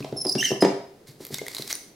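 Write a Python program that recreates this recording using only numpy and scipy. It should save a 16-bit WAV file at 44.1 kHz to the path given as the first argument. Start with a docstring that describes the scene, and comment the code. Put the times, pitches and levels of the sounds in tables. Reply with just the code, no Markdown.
"""A hinged wooden press swings open on a kitchen counter. Its dry hinge squeals by stick-slip; the lid
clunks in its play, lands on the counter and bounces once, each contact ringing the wood's modes.
Fingers pick a moist, squeezed fruit half out of the hollow: soft bumps, rubbing, rind crackles,
one skin squeak. The hard-walled kitchen rings behind everything, over a faint low noise floor."""
import sys
import numpy as np
from scipy import signal
from scipy.fft import rfft, irfft, next_fast_len
from scipy.io import wavfile
from scipy.ndimage import map_coordinates

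SR = 44100
rng = np.random.default_rng(int(sys.argv[2]) if len(sys.argv) > 2 else 0)


def master_out(mix):
    """Clip the mix to full scale and print it as 16-bit PCM to the path in sys.argv[1]."""
    frames = np.transpose(np.atleast_2d(mix))
    ceiling = np.clip(frames, -1, 1)
    pcm = np.round(ceiling * 32767).astype(np.int16)
    wavfile.write(sys.argv[1], SR, pcm)


N = 85995
TOP_HZ = 16000
# Moist rind noise: freq_hz, level_db
RIND_SPECTRUM = [(200, -5.5), (1400, -4.5), (2100, -2), (3200, -2.5), (4600, 3.5), (6200, -.5), (9000, -2),
                 (12000, -2), (16000, -10.5)]


def amp(db):
    return 10 ** (np.asarray(db) / 20)


def unit_rms(x):
    return x / np.sqrt(np.mean(x ** 2) + 1e-20)


def log_interp(points, hz):
    """(freq_hz, value) points read on a log frequency axis."""
    freq_hz, values = np.transpose(points)
    return np.interp(np.log(hz + 1), np.log(freq_hz + 1), values)


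def wobble(knots_per_s):
    """Smooth random curve."""
    return map_coordinates(rng.standard_normal(8192), [np.arange(N) * knots_per_s / SR], mode="wrap")


def filtered(x, response):
    """Apply the gain response(hz)."""
    n = x.shape[-1]
    padded = next_fast_len(n + 8192)
    return irfft(rfft(x, padded) * response(np.fft.rfftfreq(padded, 1 / SR)), padded)[..., :n]


def noise(spectrum, size):
    """Coloured noise, rms 1."""
    return unit_rms(filtered(rng.standard_normal(size), lambda hz: amp(log_interp(spectrum, hz))))


def add(track, start_s, sound):
    part = track[max(0, round(start_s * SR)):][:len(sound)]
    part += sound[:len(part)]


def spread(pair):
    """Two independent signals to left and right, alike in the bass."""
    # Left-right likeness: freq_hz, correlation
    likeness = [(30, 0.58), (120, 0.97), (380, 0.97), (900, 0.36), (12000, 0.13)]
    angle = lambda hz: np.arccos(np.clip(log_interp(likeness, hz), -1, .999)) / 2
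    mid, side = filtered(pair, lambda hz: np.array([np.cos(angle(hz)), np.sin(angle(hz))]))
    return np.array([mid + side, mid - side])


def noise_floor():
    """Faint, steady, low background."""
    # Background noise: freq_hz, level_db
    spectrum = [(40, -12.5), (130, -4.5), (400, 0), (1000, -18.5), (16000, -32)]
    return amp(-53.5) * spread(np.array([noise(spectrum, N), noise(spectrum, N)]))


def rubbing():
    """Skin and rind slide on wood: tiny slips ring the wet rind over a soft hiss."""
    # Finger rubbing: time_s, level_db
    envelope = [(0, -51), (.1, -61), (1.064, -73), (1.073, -47.5), (1.11, -55), (1.179, -70),
                (1.209, -47.5), (1.301, -55.5), (1.342, -39.5), (1.42, -52.5), (1.612, -40.5), (1.657, -51),
                (1.71, -32.5), (1.765, -55.5), (1.86, -56), (1.95, -71)]
    # Wet rind resonances: centre_hz, width_hz
    resonances = [(2100, 260), (4250, 1050)]
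    slips_per_s, grain_db, flutter_db = 1200, -2, 2
    level_db = np.interp(np.arange(N) / SR, *np.transpose(envelope)) + flutter_db * wobble(120)
    slips = (rng.random(N) < slips_per_s / SR) * rng.standard_normal(N)
    grains = filtered(slips, lambda hz: sum(
        1j * hz * width_hz / (centre_hz ** 2 - hz ** 2 + 1j * hz * width_hz)
        for centre_hz, width_hz in resonances))
    return amp(level_db) * unit_rms(noise(RIND_SPECTRUM, N) + amp(grain_db) * unit_rms(grains))


def struck_wood(contacts, reach_oct):
    """Contacts ring the modes near their centre (light edge high, whole block deep); hard ones crack."""
    # Modes of the press on the counter: freq_hz, level_db, t60_s
    modes = [(189.6, -7, 0.098), (263, -1, 0.085), (292.4, -2.5, 0.13), (383.6, 3, 0.059),
             (515.6, 1.5, 0.025), (664, 1, 0.027), (828, -8, 0.037), (970, -9.5, 0.055), (1310, -9, 0.015),
             (1820, -0.5, 0.0092)]
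    # Contact crack: freq_hz, level_db
    crack_spectrum = [(300, 4.5), (1500, 3), (2800, 4.5), (4300, 8), (8000, -7), (15000, -29)]
    thump_hz, thump_t60_s, crack_t60_s, attack_s = 137.8, 0.11, 0.03, 0.00025
    t, out = np.arange(SR // 4) / SR, np.zeros(N)
    attack = 1 - np.exp(-t / attack_s)
    for start_s, level_db, centre_hz, crack_db, thump_db in contacts:
        ring = np.zeros(len(t))
        for k, (hz, mode_db, t60_s) in enumerate(modes):
            decay = amp(mode_db + rng.normal(0, 1) - 60 * t / t60_s)
            weight = (-1) ** k / (1 + (np.log2(hz / centre_hz) / reach_oct) ** 2)
            detuned_hz = hz * (1 + rng.normal(0, 0.036))
            ring += weight * decay * np.sin(2 * np.pi * detuned_hz * t)
        thump = amp(thump_db - 60 * t / thump_t60_s) * np.sin(2 * np.pi * thump_hz * t)
        crack = amp(crack_db - 60 * t / crack_t60_s) * noise(crack_spectrum, len(t))
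        add(out, start_s, amp(level_db) * attack * (ring + thump + crack) / 2)
    # A small block radiates little bass.
    return signal.sosfilt(signal.butter(2, 125, "high", fs=SR, output="sos"), out)


def knocks():
    """The loose lid and the fingers bump the wood."""
    # Bumps: start_s, level_db, centre_hz, crack_rel_db, thump_rel_db
    contacts = [(.004, -21.5, 257, -9.5, 0.5), (.045, -20.5, 740, -9.5, -9), (0.1246, -18, 450, -19.5, -2),
                (.161, -27.5, 527, -13, -2), (.249, -20.5, 716, -10.5, -14), (.257, -16, 386, -20, -19),
                (0.3517, -15.5, 574, -5.5, -1), (.357, -10.5, 207, -28, -8), (0.505, -16, 394, -22, -21),
                (0.5152, -12, 446, -17.5, -5.5), (.724, -20.5, 370, -28, -8), (1.088, -44.5, 257, -5, 14),
                (1.2031, -29, 455, -38, -7), (1.3045, -29, 406, -34, -5), (1.325, -31, 225, -17, 6.5),
                (1.4144, -22, 440, -11, -16), (1.5937, -27.5, 413, -17, -1)]
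    return struck_wood(contacts, reach_oct=0.78)


def crackles():
    """The rind lets go with a broad snap; a small wet pocket rings briefly."""
    # Rind releases: start_s, snap_db, ring_hz, ring_db
    releases = [(.026, -44, 2520, -37.5), (1.2507, -30.5, 12140, -21.5), (1.267, -32.5, 12400, -26),
                (1.3431, -18, 3760, -26), (1.384, -24.5, 6700, -28.5), (1.4654, -29.5, 1950, -32.5),
                (1.482, -23, 2120, -35.5), (1.548, -23, 4010, -29.5), (1.5668, -27, 4200, -22.5),
                (1.583, -23.5, 4040, -29), (1.622, -24, 4100, -26), (1.677, -26.5, 4100, -34),
                (1.703, -28, 1964, -37), (1.7274, -19.5, 5900, -16), (1.753, -27.5, 9160, -18)]
    ring_t60_cycles, waver_ratio, snap_t60_s, attack_s = 45, 0.032, 0.012, 0.00036
    t, out = np.arange(SR // 16) / SR, np.zeros(N)
    for start_s, snap_db, ring_hz, ring_db in releases:
        phase = 2 * np.pi * np.cumsum(ring_hz * (1 + waver_ratio * wobble(1180)[:len(t)])) / SR
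        ring = 2 * amp(ring_db - 60 * t * ring_hz / ring_t60_cycles) * np.sin(phase)
        snap = amp(snap_db - 60 * t / snap_t60_s) * noise(RIND_SPECTRUM, len(t))
        add(out, start_s, (1 - np.exp(-t / attack_s)) * (snap + ring))
    return out


def hinge():
    """The dry pin sticks and slips thousands of times a second, jumping between pitches."""
    # One curve per squeal: time_s, pitch_hz, level_db
    squeals = [
        [(.163, 5550, -54), (.172, 5250, -31.5), (.199, 5270, -42), (.218, 5300, -27), (.236, 5320, -44),
         (.249, 5330, -41), (.2525, 5200, -25), (.257, 5100, -58)],
        [(.267, 4940, -15), (.27, 5034, -25), (.277, 4820, -34), (.285, 5200, -31), (.298, 4920, -17.5),
         (.309, 4880, -44), (.321, 4890, -26), (.327, 5430, -23), (.334, 5300, -34)],
        [(.381, 2793, -30), (.406, 2802, -28), (.412, 3176, -24.5), (.421, 3022, -30), (.436, 2928, -42),
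         (.444, 3107, -28), (.455, 3053, -20.5), (.461, 2942, -34), (.474, 2778, -34), (.49, 2784, -35.5),
         (.518, 2740, -35.5)],
        [(.425, 1796, -35), (.432, 1837, -32.5), (.441, 2050, -33.5), (.452, 1840, -52), (.459, 2088, -35),
         (.486, 2214, -44)],
        [(.463, 4820, -47), (.478, 4950, -41.5), (.497, 4930, -35.5)],
        [(.606, 5130, -30), (.612, 5026, -29.5), (.622, 5150, -22.5), (.629, 4860, -30)],
    ]
    # One timbre per squeal: jitter_ratio, flutter_db, octave_db, extra_rasp_db
    timbres = [(0.012, 2.5, -5, -5), (0.0247, 1, -12.5, -1), (.012, 1.5, -1, 5), (0.0359, 8, -9, 12),
               (.012, 7.5, -23, 17.5), (0.0063, 2, -13, 6)]
    # Friction noise: freq_hz, level_db
    rasp_spectrum = [(3000, 9), (7000, 5.5), (15000, -7)]
    ramp_s, scatter_rad, rolloff_hz, rasp_db = 0.0016, .11, 13000, -19.5
    t, out = np.arange(N) / SR, np.zeros(N)
    for curve, (jitter_ratio, flutter_db, octave_db, extra_rasp_db) in zip(squeals, timbres):
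        time_s, *columns = np.transpose(curve)
        pitch_hz, level_db = [np.interp(t, time_s, column) for column in columns]
        gate = np.clip(np.minimum(t - time_s[0], time_s[-1] - t) / ramp_s, 0, 1)
        phase = 2 * np.pi * np.cumsum(pitch_hz * (1 + jitter_ratio * wobble(1400))) / SR
        phase += scatter_rad * wobble(2400)  # uneven slips blur the high harmonics most
        tone = np.zeros(N)
        for k, harmonic_db in enumerate([0, octave_db, -18.5, -18, -17.5], 1):
            rolloff = (k * pitch_hz < TOP_HZ) / np.hypot(1, (k * pitch_hz / rolloff_hz) ** 8)
            tone += rolloff * amp(harmonic_db + flutter_db * wobble(330)) * np.sin(k * phase)
        highpass = lambda hz: 1 / np.hypot(1, (pitch_hz.min() / (hz + 1)) ** 8)
        rasp = unit_rms(filtered(noise(rasp_spectrum, N), highpass))
        out += gate * amp(level_db) * (np.sqrt(2) * tone + amp(rasp_db + extra_rasp_db) * rasp)
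    return out


def lid_landing():
    """The lid hits the counter, settles and bounces."""
    # Lid impacts: start_s, level_db, centre_hz, crack_rel_db, thump_rel_db
    contacts = [(.6228, -2, 650, -16.5, -22), (.6285, -9.5, 257, -14, -10), (.6482, -7.5, 560, -9, -21)]
    return struck_wood(contacts, reach_oct=1.71)


def counter(blows):
    """The counter hums on after a blow."""
    # Counter modes: freq_hz, gain_db, t60_s
    modes = [(391.4, -59.5, 0.51), (680, -92, 0.6)]
    t = np.arange(SR) / SR
    ring = sum(amp(gain_db - 60 * t / t60_s) * np.sin(2 * np.pi * hz * t) for hz, gain_db, t60_s in modes)
    return signal.fftconvolve(blows, ring)[:N]


def fingertip():
    """One short pitched slip of skin on wet wood."""
    # Skin squeak: peak_s, pitch_hz, level_db, half_length_s
    squeak = (1.3935, 2130, -30, .0035)
    peak_s, pitch_hz, level_db, half_length_s = squeak
    t = np.arange(N) / SR - peak_s
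    return amp(level_db) * np.exp(-(t / half_length_s) ** 2) * np.sin(2 * np.pi * pitch_hz * t)


def in_kitchen(x, room_db, pan_db=0):
    """Direct sound (pan_db: left over right) plus a diffuse tail between hard walls."""
    # Room decay: freq_hz, t60_s
    decay = [(150, 0.39), (600, 0.5), (5000, 0.49), (16000, 0.3)]
    # Tail colour: freq_hz, gain_db
    colour = [(60, 3.5), (450, -1.5), (1100, 5), (5000, 1.5), (16000, 8)]
    delay_s, build_s = 0.0063, 0.0009
    band_hz, frame_s, bins = signal.stft(rng.standard_normal((2, SR)), SR, nperseg=256)
    bins *= amp(-60 * frame_s / log_interp(decay, band_hz)[:, None])
    tail = signal.istft(bins, SR, nperseg=256)[1]
    tail /= np.linalg.norm(tail[0])
    tail = spread(filtered(tail, lambda hz: amp(log_interp(colour, hz))))
    t = np.arange(tail.shape[1]) / SR
    tail *= 1 - np.exp(-np.maximum(t - delay_s, 0) / build_s)
    direct = x * amp(np.array([[pan_db], [-pan_db]]) / 2)
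    return direct + amp(room_db) * signal.fftconvolve(x[None], tail, axes=1)[:, :N]


def scene():
    """Press, lid and fruit in the quiet kitchen."""
    landing = lid_landing()
    press = in_kitchen(hinge(), room_db=-7.5, pan_db=-1.8) + in_kitchen(knocks(), room_db=-4)
    lid = in_kitchen(landing, room_db=-3) + counter(landing)
    fruit = in_kitchen(crackles() + rubbing() + fingertip(), room_db=-10, pan_db=-.9)
    return press + lid + fruit + noise_floor()


def record(dry):
    """Brick-wall low-pass."""
    return filtered(dry, lambda hz: hz < TOP_HZ)


dry = scene()
out = record(dry)
master_out(out)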